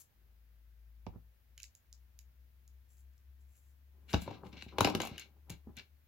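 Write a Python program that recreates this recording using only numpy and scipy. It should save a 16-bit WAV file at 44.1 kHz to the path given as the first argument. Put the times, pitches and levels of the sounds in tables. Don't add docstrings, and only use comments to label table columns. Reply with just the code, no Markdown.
import sys
import numpy as np
from scipy import signal
from scipy.fft import rfft, irfft, next_fast_len
from scipy.io import wavfile

SR = 44100
rng = np.random.default_rng(int(sys.argv[2]) if len(sys.argv) > 2 else 0)


def amplitude_ratio(level_db):
    exponent = np.asarray(level_db, float) / 20
    return 10 ** exponent


def file_out(sig):
    cols = np.atleast_2d(sig).T
    lim = np.clip(cols, -1, 1)
    pcm = np.round(lim * 32767).astype(np.int16)
    wavfile.write(sys.argv[1], SR, pcm)


N = 267985

LEFT_LOUDER_DB = 5

# (pitch_hz, relative level_db, t60_s)
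FRAME_MODES = [(45, -15, 0.094), (71.5, -9, 0.22), (107.7, -5, 0.081), (174.7, -5, 0.11),
               (226.6, -2, 0.041)]
BELLY_MODES = [(294.5, -5.5, 0.1), (362, 1.5, 0.03), (469, -6.5, 0.046), (548, -5, 0.045)]
TOP_MODES = [(613, -3, 0.022), (786, 5, 0.017), (857, 5, 0.012), (980, -2, 0.029), (1310, 4.5, 0.0039)]
PIECE_MODES = [(1590, -10.5, 0.018), (2030, -17, 0.0018), (2305, -6, 0.007), (2580, -19.5, 0.022),
               (2717, -4.5, 0.0065), (2957, -10.5, 0.016), (3520, -9, 0.0047), (3860, -16, 0.033),
               (4190, -9, 0.0059), (4670, -26, 0.033), (5480, 1.5, 0.00096)]
EDGE_MODES = [(5600, 6, 0.0013), (6600, 2, 0.0031), (6680, -6, 0.015), (7380, -5, 0.01)]
HIGH_MODES = [(10160, -2.5, 0.0013), (11400, -3, 0.0025), (12600, -15, 0.015), (14800, -4.5, 0.0018)]


def rms_one(x):
    return x / np.sqrt(np.mean(x ** 2) + 1e-20)


def sides(db):
    return amplitude_ratio(np.array([db, -np.asarray(db)]) / 2)


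def at_hz(points, hz):
    point_hz, value = np.transpose(points)
    return np.interp(np.log(hz), np.log(point_hz), value)


def strokes(rows, rise_db_per_s, fall_db_per_s):
    t = np.arange(0, N, 16) / SR
    start_s, length_s, level_db = np.transpose(rows)[..., None]
    before_s = np.maximum(start_s - t, 0)
    after_s = np.maximum(t - start_s - length_s, 0)
    lost_db = rise_db_per_s * before_s + fall_db_per_s * after_s
    return np.interp(np.arange(N) / SR, t, amplitude_ratio(level_db - lost_db).sum(axis=0))


def ring(clicks, hz, t60):
    r = amplitude_ratio(-60 / (t60 * SR))
    w = 2 * np.pi * hz / SR
    return signal.lfilter([0, np.sin(w)], [1, -2 * r * np.cos(w), r * r], clicks + 1e-18)


def strike(modes, times, level_db, pan_db, spread_s, count, low_hz, high_hz, apart=0.08):
    out = np.zeros((2, N))
    rows = len(times)
    late = rng.exponential(1, (rows, count)) * (np.arange(count) > 0)
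    at = np.clip(((times[:, None] + late * spread_s) * SR).astype(int), 0, N - 1)
    force = np.exp(-.6 * late) * (1 + (np.arange(count) == 0))
    for hz, mode_db, t60 in modes:
        size = rng.choice([-1, 1], (rows, count)) + apart * rng.normal(0, 1, (2, rows, count))
        size = size * force
        share = amplitude_ratio(level_db + mode_db + 2 * rng.normal(0, 1, rows)) * sides(pan_db) / np.sqrt(count)
        clicks = np.zeros((2, N))
        for ear in range(2):
            np.add.at(clicks[ear], at, share[ear][:, None] * size[ear])
        out += ring(clicks, hz, t60)
    band = signal.butter(3, [low_hz, min(high_hz, .45 * SR)], "band", fs=SR, output="sos")
    return signal.sosfilt(band, out)


def grains(modes, per_s, scatter_db, alike):
    born = rng.random((3, N)) < per_s / SR
    height = amplitude_ratio(scatter_db * np.minimum(rng.exponential(1, (3, N)), 4))
    clicks = born * height * rng.choice([-1, 1], (3, N))
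    clicks = np.sqrt(alike) * clicks[2] + np.sqrt(1 - alike) * clicks[:2]
    rings = np.zeros((2, N))
    for k, (hz, mode_db, t60) in enumerate(modes):
        rings += (-1) ** k * amplitude_ratio(mode_db) * ring(clicks, hz, t60)
    return rms_one(rings) * sides(LEFT_LOUDER_DB)[:, None]


def room_tone():
    # (pitch_hz, relative density_db)
    tone_colour = [(47, -20), (80, -12.5), (91, -15.5), (159, -25), (190, -30.5), (248, -33), (441, -37),
                   (471, -35.5), (575, -37), (1170, -40.5), (1670, -37), (6740, -47.5), (8600, -53),
                   (12300, -40.5), (16000, -38.5)]
    # (pitch_hz, likeness 0 to 1)
    ear_likeness = [(60, 0.79), (240, 0.28), (950, 0.18), (3770, 0), (15000, 0.22)]
    size = next_fast_len(N)
    hz = np.maximum(np.arange(size // 2 + 1) * SR / size, 1)
    mid, side = rfft(rng.standard_normal((2, size)))
    alike = at_hz(ear_likeness, hz)
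    pair = np.sqrt(1 + alike) * mid + np.sqrt(1 - alike) * side * [[1], [-1]]
    colour = amplitude_ratio(at_hz(tone_colour, hz))
    colour = colour / np.sqrt(np.mean(colour[hz > 300] ** 2))
    noise = irfft(pair * colour, size)[:, :N]
    return amplitude_ratio(-77.5) * noise * sides(1.0)[:, None]


def engine():
    # (time_s, pitch_hz, level_db)
    speed_curve = [(0.0, 55.5, -67), (1.0, 56, -56), (1.5, 59.5, -62), (2.4, 63, -58.5), (3.3, 66.5, -56.5),
                   (4.098, 69.5, -58.5), (5.001, 70.6, -59), (6.08, 72.5, -59.5)]
    # (multiple of the pitch, level_db)
    upper_orders = [(3.85, -93.5)]
    # (centre_s, depth_db, half_length_s)
    hum_dips = [(0.057, 38, 0.12), (1.388, 12, 0.13), (1.785, 33, 0.11), (2.117, 5.5, 0.071),
                (2.335, 10, .05), (2.516, 8, .07), (2.63, 5.5, 0.09), (2.9, 7, 0.15), (3.192, 11, 0.096),
                (3.4, 3, 0.043), (3.572, 11, 0.1), (3.82, 4.5, 0.29), (4.3, 14, .15), (4.613, 4, .1),
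                (5.243, 8, 0.22), (5.851, 17.5, 0.092), (6.08, 17, 0.15)]
    time_s, pitch_hz, level_db = np.transpose(speed_curve)
    t = np.arange(N) / SR
    dips_db = sum(depth_db * np.maximum(1 - np.abs(t - centre_s) / half_s, 0)
                  for centre_s, depth_db, half_s in hum_dips)
    phase = 2 * np.pi * np.cumsum(np.interp(t, time_s, pitch_hz)) / SR
    phase = phase - np.array([[.08], [0]])
    low = amplitude_ratio(np.interp(t, time_s, level_db) - dips_db) * np.sin(phase)
    upper = sum(amplitude_ratio(order_db) * np.sin(multiple * phase) for multiple, order_db in upper_orders)
    return np.sqrt(2) * (low + upper) * sides(5.0)[:, None]


def room(x):
    t60_s, wall_cut_hz = .18, 9000
    size = next_fast_len(N + SR)
    hz = np.arange(size // 2 + 1) * SR / size
    dull = 1 / (1 + 1j * hz / wall_cut_hz)
    answer = np.zeros((2, len(hz)), complex)
    for k, lag_s in enumerate(rng.uniform(.004, .03, 20)):
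        delay = np.exp(-2j * np.pi * hz * lag_s)
        loop = amplitude_ratio(-60 * lag_s / t60_s) * dull ** (lag_s / .05) * delay
        answer[k % 2] += (-1) ** (k // 2) * loop / (1 - loop)
    return irfft(rfft(x.mean(axis=0), size) * answer, size)[:, :N]


def drags():
    # (start_s, length_s, level_db before the softening)
    drag_strokes = [(.12, 0.2, -84.5), (1.135, 0.012, -64), (3.95, 0.24, -76), (4.13, .02, -56),
                    (4.27, 0.079, -53.5), (4.34, 0.05, -69), (4.435, 0.024, -53.5), (4.54, 0.034, -60.5),
                    (4.62, 0.14, -76), (4.74, 0.2, -56.5), (4.87, .05, -50), (4.94, 0.081, -48.5),
                    (5.07, 0.077, -60), (5.17, 0.2, -73.5), (5.5, 0.011, -57), (5.68, .02, -64),
                    (5.78, 0.027, -68.5)]
    modes = FRAME_MODES[2:] + BELLY_MODES + TOP_MODES
    shaking = grains(modes, per_s=1100.0, scatter_db=2.5, alike=0.98)
    drag = strokes(drag_strokes, rise_db_per_s=580, fall_db_per_s=280) * shaking
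    soft = signal.butter(2, 1200., fs=SR, output="sos")
    return signal.sosfilt(soft, drag)


def rattles():
    # (start_s, length_s, level_db before the band filter)
    rattle_strokes = [(1.585, 0.033, -67), (4.093, 0.021, -53), (4.14, 0.1, -56), (4.27, 0.076, -59),
                      (4.345, 0.027, -70), (4.45, 0.017, -64), (4.53, 0.01, -58.5), (4.575, 0.04, -54.5),
                      (4.685, 0.0083, -59.5), (4.71, 0.025, -68), (4.79, 0.055, -46), (4.855, 0.018, -41),
                      (4.93, 0.014, -56.5), (5.005, .02, -43), (5.04, 0.12, -58.5), (5.185, 0.033, -51.5),
                      (5.505, .025, -58.5), (5.775, 0.01, -50)]
    jostling = grains(PIECE_MODES, per_s=1600.0, scatter_db=3.0, alike=0.68)
    rattle = strokes(rattle_strokes, rise_db_per_s=1500, fall_db_per_s=450) * jostling
    loose = signal.butter(2, [1900., 5000.], "band", fs=SR, output="sos")
    return signal.sosfilt(loose, rattle)


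def rubs():
    # (start_s, length_s, level_db)
    rub_strokes = [(0.0, 0.0028, -55), (2.9, 0.038, -73), (2.975, 0.034, -75.5), (3.41, .01, -82),
                   (3.49, 0.074, -82), (3.565, 0.022, -73.5), (3.63, 0.085, -81.5), (4.105, 0.0034, -62.5),
                   (4.136, 0.0067, -56), (4.22, 0.0041, -55.5), (4.45, .04, -78.5), (4.628, 0.0039, -67)]
    airy = [(hz, mode_db + 6.5, t60) for hz, mode_db, t60 in HIGH_MODES]
    slips = grains(EDGE_MODES[1:] + airy, per_s=3300.0, scatter_db=5.5, alike=0.65)
    return strokes(rub_strokes, rise_db_per_s=870, fall_db_per_s=520) * slips


def blow_pan(times):
    return np.where(times < 2, -6.0, LEFT_LOUDER_DB)


def table(times, top_db, frame_db, spread_s):
    pan_db = blow_pan(times)
    frame = strike(FRAME_MODES, times, frame_db - 0.5, pan_db - 4.0, spread_s, count=3,
                   low_hz=44.0, high_hz=535.0, apart=.15)
    belly = strike(BELLY_MODES, times, top_db - 9.0, pan_db - 8.5, spread_s, count=5,
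                   low_hz=180., high_hz=1100.)
    top = strike(TOP_MODES, times, top_db - 6.0, pan_db, spread_s, count=8,
                 low_hz=450., high_hz=1680.0, apart=.2)
    return frame + belly + top


def thuds():
    # (start_s, relative top ring level_db, relative frame level_db)
    thud_blows = [(1.158, -55, -47.5), (4.434, -43, -50), (4.664, -54, -45.5), (4.725, -50, -52.5),
                  (5.113, -55.5, -42), (5.67, -54.5, -43.5)]
    return table(*np.transpose(thud_blows), spread_s=0.003)


def snaps():
    # (start_s, relative edge level_db, relative piece level_db, left-right pan_db)
    stud_snaps = [(1.5784, -42.5, -44.5, -3), (1.6015, -43.5, -42, -4), (1.622, -48, -63, -12),
                  (1.6318, -36.5, -72, -8), (1.6396, -50, -47, -21), (1.6428, -46, -56, 6),
                  (1.7516, -46.5, -62.5, -5), (1.9279, -42.5, -69.5, -6), (2.1903, -44.5, -54, -11),
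                  (2.6782, -52.5, -83, -2), (2.9698, -65, -71, -5), (3.1361, -71, -79, 5.0),
                  (3.1794, -62, -89, 8), (3.553, -73, -69, 12)]
    start_s, edge_db, piece_db, pan_db = np.transpose(stud_snaps)
    edge = strike(EDGE_MODES, start_s, edge_db - 8.5, pan_db, spread_s=0.00039, count=3,
                  low_hz=3440.0, high_hz=9300.0)
    bright = strike(HIGH_MODES, start_s, edge_db - 6.0, pan_db, spread_s=0.0021, count=3,
                      low_hz=7000., high_hz=17810.0)
    piece = strike(PIECE_MODES, start_s, piece_db - 3.5, pan_db, spread_s=.0015, count=4,
                   low_hz=1860.0, high_hz=6600.0)
    return edge + bright + piece


def blows():
    # (start_s, then relative levels: top ring level_db, frame level_db, piece level_db, edge level_db)
    table_blows = [(1.066, -40, -38, -55, -93), (4.131, -55, -53, -37, -71),
                   (4.137, -21, -22.5, -34.5, -54.5), (4.143, -23, -59, -28, -57.5),
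                   (4.177, -60, -52, -63, -61), (4.219, -47, -41, -48, -55.5),
                   (4.277, -34, -38.5, -53, -87), (4.31, -41, -49, -54.5, -73), (4.467, -54, -44, -59, -73),
                   (4.528, -64, -48.5, -54, -77), (4.569, -66, -49, -53, -93),
                   (4.623, -51, -50.5, -45.5, -77), (4.784, -21, -36.5, -30.5, -48),
                   (4.807, -15, -22.5, -26, -34.5), (4.846, -23.5, -56, -26, -52.5),
                   (4.849, -22, -30.5, -29.5, -40.5), (4.873, -20, -64, -38, -50),
                   (4.886, -32.5, -47, -42.5, -57), (4.9, -28, -35, -41.5, -53),
                   (4.95, -24.5, -33.5, -29, -43.5), (5.002, -29.5, -62, -32.5, -48.5),
                   (5.017, -41, -41.5, -39, -45), (5.034, -35, -68, -54, -54),
                   (5.051, -37.5, -53, -50.5, -49), (5.06, -45, -41, -46, -63),
                   (5.072, -46, -52, -44.5, -50.5), (5.18, -65, -72, -44, -54.5),
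                   (5.196, -62, -70, -50.5, -48), (5.497, -74, -43, -53.5, -47),
                   (5.501, -49, -33.5, -48, -48), (5.768, -77, -63, -54.5, -57.5),
                   (5.774, -60, -55.5, -64, -80.5), (5.786, -58.5, -60.5, -46, -66.5),
                   (5.795, -63, -69, -46.5, -80.5)]
    start_s, top_db, frame_db, piece_db, edge_db = np.transpose(table_blows)
    spread_s = .0043
    pan_db = blow_pan(start_s)
    edge_db = np.minimum(edge_db, piece_db)
    knock = table(start_s, top_db, frame_db, spread_s)
    piece = strike(PIECE_MODES, start_s, piece_db + 7.5, pan_db, spread_s, count=14,
                   low_hz=1610.0, high_hz=6480.0, apart=0.87)
    edge = strike(EDGE_MODES, start_s, edge_db + 7.5, pan_db, spread_s, count=16,
                  low_hz=4036.0, high_hz=9200.0, apart=0.79)
    bright = strike(HIGH_MODES, start_s, edge_db + 14.5, pan_db - 5.0, spread_s, count=16,
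                      low_hz=7893.0, high_hz=17900.0, apart=0.98)
    return knock + piece + edge + bright


def scene():
    toys = drags() + rattles() + rubs() + thuds() + snaps() + blows()
    tail = amplitude_ratio(-14) * room(toys) * sides(LEFT_LOUDER_DB)[:, None]
    return room_tone() + engine() + tail + toys


def low_pass(x):
    return signal.sosfilt(signal.butter(12, 16640, fs=SR, output="sos"), x)


def record(dry):
    ports = np.array([np.roll(dry[0], 1), dry[1]])
    bass_cut = signal.butter(3, 30., "high", fs=SR, output="sos")
    top_cut = signal.cheby2(10, 40, 16700, fs=SR, output="sos")
    heard = signal.sosfilt(top_cut, signal.sosfilt(bass_cut, ports))
    return low_pass(heard)


dry = scene()
out = record(dry)
file_out(out)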